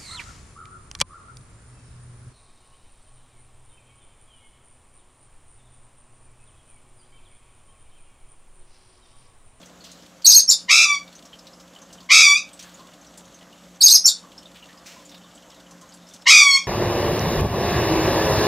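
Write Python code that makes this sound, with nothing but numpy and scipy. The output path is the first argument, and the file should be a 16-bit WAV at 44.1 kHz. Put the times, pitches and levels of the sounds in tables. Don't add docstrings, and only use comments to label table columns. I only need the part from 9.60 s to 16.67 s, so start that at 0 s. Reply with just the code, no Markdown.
import sys
import numpy as np
from scipy import signal
from scipy.fft import rfft, irfft, next_fast_len
from scipy.io import wavfile
from scipy.ndimage import uniform_filter1d, minimum_filter1d, map_coordinates

SR = 44100
rng = np.random.default_rng(int(sys.argv[2]) if len(sys.argv) > 2 else 0)


def nominal_scale(level):
    x = np.asarray(level, float) / 20
    return 10 ** x


def generate_wav(signal):
    frames = np.transpose(np.atleast_2d(signal))
    scaled = np.clip(frames, -1, 1) * 32767
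    pcm = np.round(scaled).astype(np.int16)
    wavfile.write(sys.argv[1], SR, pcm)


N = 311787

# f/Hz, level/dB
HISS = [(15, -48), (25, -17), (116, -17), (183, -8.5), (246, -8.5), (306, -10), (422, -17.5), (538, -9),
        (850, -15), (1240, -15.5), (2490, -24.5), (3010, -21.5), (4760, -26), (6400, -23), (15600, -40)]
# f/Hz, level/dB
HISS_SHELF = [(5000, 0.5), (8100, 2), (8700, -9), (11000, 2), (15000, -3)]
# f/Hz, level/dB
HUM = [(59.2, -65.5), (177.6, -52), (209.9, -68.5), (290.7, -59.5), (538.3, -60.5), (672.9, -64.5)]
# f/Hz, level/dB
PATTER_COLOUR = [(1500, -32.5), (2800, -0.5), (5000, 0.0), (8000, -2.5), (12000, -19.0), (15600, -16.0)]

# t/s, peak level/dB, f/Hz
PEEPS = [(.207, -36.5, 4320), (1.552, -33, 6200), (1.729, -30, 3080), (1.931, -38, 5220),
         (2.159, -34, 3030), (2.217, -34, 6300), (2.302, -38, 2950), (2.381, -39.5, 2980),
         (2.908, -42.5, 3080), (2.931, -32, 8040), (3.14, -35.5, 6970), (3.326, -45, 2830),
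         (3.411, -39.5, 6440), (3.466, -38.5, 5770), (3.652, -42, 6670), (3.743, -35.5, 6240),
         (3.808, -39, 3000), (4.156, -43, 6140), (4.778, -29.5, 5300), (4.855, -33.5, 3640),
         (5.024, -33, 2820), (5.174, -37.5, 5000), (5.452, -33.5, 7160), (5.612, -40, 3050),
         (5.75, -38.5, 7740), (5.9, -39.5, 5320), (5.962, -40, 3640), (6.291, -39, 6530),
         (6.32, -34.5, 4800), (6.611, -40.5, 5280)]
# t/s, peak level/dB, f/Hz
CHEEPS = [(3.929, -41, 2900), (4.822, -42, 3010), (5.562, -40, 3650), (5.64, -41, 3620), (5.66, -41, 3050),
          (5.775, -40, 3100), (5.825, -42, 3050), (5.92, -39, 3100), (6.065, -41, 3050), (6.295, -42, 3050),
          (6.42, -41, 3700), (6.468, -39, 5300), (6.51, -40, 3550), (6.645, -38, 3800)]
# t/s, peak level/dB, centre f/Hz
TICKS = [(.028, -39, 3340), (.056, -39, 6200), (.238, -38, 5900), (.314, -36.5, 6500), (.422, -40, 4930),
         (.619, -33, 4800), (1.476, -38, 3680), (1.526, -41, 4280), (1.652, -37.5, 5560),
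         (1.788, -37.5, 5230), (1.868, -35, 4120), (1.998, -39, 5260), (2.327, -33, 6000),
         (2.403, -39, 4350), (2.992, -30, 5900), (3.025, -33, 6420), (3.191, -42, 4300), (3.574, -33, 7340),
         (4.717, -40.5, 3300), (4.956, -36, 3230), (5.088, -42, 3000), (5.259, -37.5, 5970),
         (5.492, -38, 5450), (5.515, -36.5, 3640), (5.543, -35.5, 3730), (6.109, -38, 6050),
         (6.211, -38.5, 6400), (6.338, -38, 7500), (6.487, -38, 5940), (6.536, -31, 6100)]
# t/s, peak level/dB, f/Hz
KNOCKS = [(1.651, -45.5, 1165), (1.996, -44.5, 1290), (2.402, -41, 1031), (3.192, -33, 1054),
          (3.807, -45.5, 1980), (4.445, -29.5, 1450), (4.638, -39.5, 1090), (5.087, -39, 1860),
          (5.14, -38, 1128), (5.361, -39.5, 1010), (5.641, -43, 1130), (6.108, -43, 1050),
          (6.213, -40, 1047)]
# t/s, peak level/dB, centre f/Hz
RUSTLES = [
    (0.241, -45, 4030),
    (2.991, -45.5, 3270),
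    (3.04, -49.5, 1356),
    (4.95, -53, 2500),
    (5.258, -45.5, 2283),
    (5.264, -44, 5295),
]
# events, broad click level/dB, time to fall 60 dB t/s
FAR = [
    (CHEEPS, -14.5, 0.104),
    (PEEPS, -8.5, 0.12),
    (TICKS, 1.9, .11),
    (KNOCKS, -15, 0.31),
    (RUSTLES, 10, .7),
]

# t/s after start, from f/Hz, to f/Hz, hoarse share of pitch
TWITTER = [(0, 4300, 4600, 0), (.012, 3850, 4350, .04), (.018, 4900, 5300, .1), (.026, 6600, 6350, 0),
           (.058, 4900, 4800, .12), (.082, 4850, 4920, .015), (.095, 6050, 5900, .025),
           (.101, 4250, 4450, .02), (.117, 6520, 6350, 0), (.145, 5000, 5000, .11), (.158, 4700, 3950, .09),
           (.175, 3900, 3900, 0)]
CHIP = [
    (0, 6000, 5700, 0),
    (.007, 5430, 5380, 0),
    (.015, 5370, 5330, 0),
    (.021, 7100, 7250, .012),
    (.032, 4200, 4650, .06),
    (.043, 5500, 4300, .13),
    (.056, 3750, 3640, .02),
    (.068, 3640, 3640, 0),
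]
TWITTER_DB = [-9, -12, -9, -11.5, -15, -11.5, -12, -10, -11.5, -11, -19, -47.5]
CHIP_DB = [-30, -15, -6, -14, -14, -15.5, -22, -45]
# start t/s, notes, note levels, level/dB, how far the first note swells/dB
SUNG = [
    (0.642, TWITTER, TWITTER_DB, 0.25, 10),
    (.874, CHIP, CHIP_DB, 0.3, 5.5),
    (4.204, TWITTER, TWITTER_DB, -0.8, 12),
    (4.439, CHIP, CHIP_DB, 0.9, -4),
]
# multiple of pitch, level/dB, extra level in the upper register/dB
OVERTONES = [(2, -9, -6.5), (3, -15.5, -4)]
# f/Hz, level/dB
BEAK = [(2500, 8.5), (3700, 1.5), (4400, -0.5), (6500, 5.5), (7600, 6.5), (9600, -2.5), (10750, -7),
        (11600, 2.5), (12700, 7.5), (13300, -3), (14300, -7.5), (15500, -7.5)]

# t/s, resting pitch f/Hz, level/dB
EFFORT = [
    [(1.080, 863, -43), (1.093, 960.6, -14.5), (1.112, 1124, -10.5), (1.16, 1135, -12),
     (1.244, 1169, -14.5), (1.262, 1166, -17), (1.335, 1144, -17.5), (1.358, 1085, -31.5),
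     (1.38, 1120, -52)],
    [(2.490, 970, -32), (2.502, 967, -14), (2.518, 1115, -8), (2.57, 1118, -9), (2.63, 1138, -11),
     (2.71, 1142, -9), (2.742, 1161, -16.5), (2.775, 1242, -23.5), (2.81, 1131, -53)],
    [(6.657, 896, -35), (6.67, 924, -11), (6.69, 967.6, -7.5), (6.705, 1123, -7), (6.77, 1131, -6.5),
     (6.86, 1114, -14), (6.955, 1085, -11.5), (6.97, 1120, -28), (7.02, 1130, -40)],
]
# rasp starts to clear t/s, cry is clear t/s, flutter f/Hz,
# brightness of the clear cry/dB per octave, its fundamental level/dB
SQUAWKS = [
    (1.233, 1.253, 67.28, -2.5, -0.5),
    (2.601, 2.671, 79.03, -1, -8),
    (6.691, 6.871, 74.6, -0.2, -1),
]
# f/Hz, level/dB
THROAT = [(700, -13.5), (1150, -14.5), (1700, -14), (2300, -2), (3000, -8), (3500, -10.5), (4600, -9.5),
          (5800, -7.5), (7000, -15), (8200, -25), (10500, -34), (15500, -45.5)]

# t/s, level/dB
WALLS = [(.0035, -3), (.0085, -1), (0.0127, -8), (.019, -7), (.025, -13.5), (.031, -18.5)]
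# f/Hz, time to fall 60 dB t/s
ROOM = [(1100, 0.21), (2300, 0.22), (5000, 0.21), (10000, 0.21), (15000, 0.022)]
# f/Hz, level/dB
MICROPHONE = [(20, -14), (45, -1), (70, 0), (15680, 0), (15800, -70)]


def unit(x):
    return x / np.sqrt(np.mean(x ** 2) + 1e-20)


def along(points, hz):
    f, v = np.transpose(points)
    return np.interp(np.log(np.maximum(hz, 1)), np.log(f), v)


def wobble(n, rate):
    return map_coordinates(rng.standard_normal(int(n * rate / SR) + 4), [np.arange(n) * rate / SR])


def sampled(rows):
    s, *cols = np.transpose(rows)
    t = np.arange(round(s[0] * SR), round(s[-1] * SR))
    return t[0], [np.interp(t / SR, s, c) for c in cols]


def add(out, start, x):
    out[start:start + len(x)] += x[:len(out) - start]


def coloured(x, points):
    m = next_fast_len(len(x) + 8192)
    gain = nominal_scale(along(points, np.fft.rfftfreq(m, 1 / SR)))
    return irfft(rfft(x, m) * gain, m)[:len(x)]


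def background():
    z = signal.stft(rng.standard_normal(N + 512), nperseg=512)[2]
    patches = uniform_filter1d(uniform_filter1d(rng.standard_normal(z.shape), 12, 0), 8, 1)
    patchy = signal.istft(z * nominal_scale(1.3 * unit(patches)), nperseg=512)[1][:N]
    hiss = coloured(unit(coloured(patchy, HISS)), HISS_SHELF)
    t = np.arange(N) / SR
    hum = np.zeros(N)
    for hz, db in HUM:
        level = nominal_scale(db - 2.5 + 2.2 * wobble(N, 8.6))
        hum += level * np.sin(2 * np.pi * hz * t + 0.27 * wobble(N, 9.7))
    return nominal_scale(-52 + 0.12 * wobble(N, 36)) * hiss + hum


def patter():
    when, size, side = rng.random((260, 3)).T
    strength = nominal_scale(-6 * np.log(size + .14)) * np.sign(side - .5)
    clicks = np.bincount((when * N).astype(int), strength, N)
    puff = rng.standard_normal(1300) * nominal_scale(-60 * np.arange(1300) / SR / 0.055)
    return nominal_scale(-61.5) * unit(coloured(signal.fftconvolve(clicks, puff)[:N], PATTER_COLOUR))


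def far_birds():
    out, t = np.zeros(N), np.arange(SR // 3) / SR
    hz = np.fft.rfftfreq(len(t), 1 / SR)
    for events, click_db, t60 in FAR:
        for s, db, pitch in events:
            narrow = 1 / (1 + ((hz - pitch) / (.05 * pitch)) ** 2)
            broad = 1 / (1 + ((hz - pitch) / (.45 * pitch)) ** 4)
            broad += .12 * (hz > pitch)
            peep = unit(irfft(rfft(rng.standard_normal(len(t))) * narrow, len(t)))
            click = unit(irfft(rfft(rng.standard_normal(len(t))) * broad, len(t)))
            fade = nominal_scale(-60 * t / max(t60, .02)) * (1 - np.exp(-t / 0.0011))
            add(out, round(s * SR), nominal_scale(db - 11.5) * fade * (peep + nominal_scale(click_db) * click))
    return out


def melody(shape, levels_db, swell_db):
    leap_s, dip_db = 0.0049, -6
    rows, notes = [], [note + (db,) for note, db in zip(shape, levels_db)]
    for (s, from_hz, to_hz, hoarse, db), (end, *_, next_db) in zip(notes, notes[1:]):
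        rows.append((s, from_hz, hoarse, min(db, next_db + 2.5) + dip_db))
        rows.append((s + leap_s / 2, from_hz, hoarse, db))
        rows.append((end - leap_s / 2, to_hz, hoarse, db))
    first_hz, soft_db = rows[0][1], levels_db[0] - swell_db
    rows[:2] = [(0, first_hz, 0, soft_db - 30), (rows[2][0] / 3, first_hz, 0, soft_db)]
    rows[-1] = rows[-1][:3] + (levels_db[-1],)
    return rows


def whistles():
    lowest_hz = 3650
    full_db, overtones_grow = -13.5, 0.38
    out = np.zeros(N)
    for s, notes, levels_db, song_db, swell_db in SUNG:
        _, (pitch, hoarse, db) = sampled(melody(notes, levels_db, swell_db))
        pitch, db, n = uniform_filter1d(pitch, size=40), uniform_filter1d(db, size=70), len(pitch)
        top = np.clip((pitch - 6100) / 200, 0, 1)
        upper = np.clip((pitch - 5000) / 300, 0, 1)
        shake = (.004 + hoarse) * np.clip(wobble(n, 600), -1.7, 1.7)
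        phase = 2 * np.pi * np.cumsum(np.maximum(lowest_hz, pitch * (1 + shake))) / SR
        tone = np.sin(phase)
        softness_db = overtones_grow * np.minimum(db - full_db, 0)
        for k, overtone_db, upper_db in OVERTONES:
            gain = nominal_scale(overtone_db + upper_db * upper + softness_db) * (k * pitch < 15700)
            tone += gain * np.sin(k * phase)
        tone += nominal_scale(-37 + 4 * np.sin(phase / 60)) * top * np.sin(.395 * phase)
        breath = nominal_scale(-31) * rng.standard_normal(n)
        level = nominal_scale(song_db + db + (3.0 + 25 * hoarse) * wobble(n, 300))
        add(out, round(s * SR), level * (np.sqrt(2) * tone + breath))
    return coloured(out, BEAK)


def squawks():
    rasp_depth, steady_depth, falter_depth = .08, .006, .025
    falter_db = -20
    rasp_tilt_db, opening_tilt_db, opening_s = 2, -15, 0.02815
    rasp_first_db, opening_first_db, falter_first_db = -5, -9, -9
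    out, order = np.zeros(N), np.arange(1, 15)[:, None]
    for rows, (clearing_s, clear_s, rate, tilt_db, cry_db) in zip(EFFORT, SQUAWKS):
        start, (pitch, db) = sampled(rows)
        n = len(pitch)
        clear = np.interp(start + np.arange(n), [clearing_s * SR, clear_s * SR], [0, 1])
        raspy = 1 - clear
        closed = np.clip(1 - np.arange(n) / (opening_s * SR), 0, 1)
        falter = clear * np.clip((falter_db - db) / 5, 0, 1)
        depth = np.abs(raspy * rasp_depth + clear * steady_depth + falter * falter_depth)
        tilt = raspy * rasp_tilt_db + clear * tilt_db + closed * opening_tilt_db
        first_db = raspy * rasp_first_db + clear * cry_db
        first_db += falter * falter_first_db + closed * opening_first_db

        flutter = np.tanh(1.6 * np.sin(2 * np.pi * np.cumsum(rate * (1 + .2 * wobble(n, 50))) / SR))
        pitch = pitch * (1 + depth * (1 + flutter + .16 * wobble(n, 300)) + .002 * wobble(n, 60))
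        phase = 2 * np.pi * np.cumsum(pitch) / SR
        gains = nominal_scale(along(THROAT, order * pitch) + tilt * np.log2(order / 2)) * (order * pitch < 15700)
        gains[0] *= nominal_scale(first_db + 75 * depth * (flutter - .5))
        tone = np.sum(gains * np.sin(order * phase + rng.uniform(0, 6.3, order.shape)), 0)
        tone /= np.sqrt(np.sum(gains ** 2, 0) / 2)
        air = rng.standard_normal(n) * (1 + np.cos(phase))
        puffs = unit(coloured(air, [(200, -40.5)] + THROAT))
        throb_db = depth * (8 * flutter + 19 * wobble(n, 250))
        rasp = .02 + 1.0 * depth
        add(out, start, nominal_scale(db + throb_db) * (np.sqrt(1 - rasp ** 2) * tone + rasp * puffs))
    return out


def room(x, tail_db):
    hz, t, z = signal.stft(rng.standard_normal(SR // 2), SR, nperseg=256)
    echo = signal.istft(z * nominal_scale(-60 * t / along(ROOM, hz)[:, None]), SR, nperseg=256)[1]
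    echo *= np.clip(np.arange(len(echo)) / (0.0042 * SR), 0, 1)
    echo *= nominal_scale(tail_db) / np.linalg.norm(echo)
    echo[0] = 1
    for s, db in WALLS:
        scatter = rng.standard_normal(90) * np.exp(-np.arange(90) / 14)
        add(echo, round(s * SR), nominal_scale(db) * scatter / np.linalg.norm(scatter))
    return signal.fftconvolve(x, echo / np.linalg.norm(echo))[:N]


def scene():
    calls = room(squawks(), tail_db=0.0) + room(whistles(), tail_db=-3.0)
    loudness = np.sqrt(np.abs(uniform_filter1d(calls ** 2, size=3000)))
    ducked = (1 + loudness / 0.049) ** -.3
    return np.tile(calls + ducked * (background() + far_birds() + patter()), (2, 1))


def roll_off(x):
    return signal.sosfilt(signal.butter(12, 15700, fs=SR, output="sos"), x)


def record(dry):
    mono = coloured(dry[0], MICROPHONE)
    needed = np.minimum(1, 1.0 / (np.abs(mono) + 1e-9))
    gain = uniform_filter1d(minimum_filter1d(needed, size=44), size=36)
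    return roll_off(np.tile(mono * gain, (2, 1)))


dry = scene()
out = record(dry)
generate_wav(out)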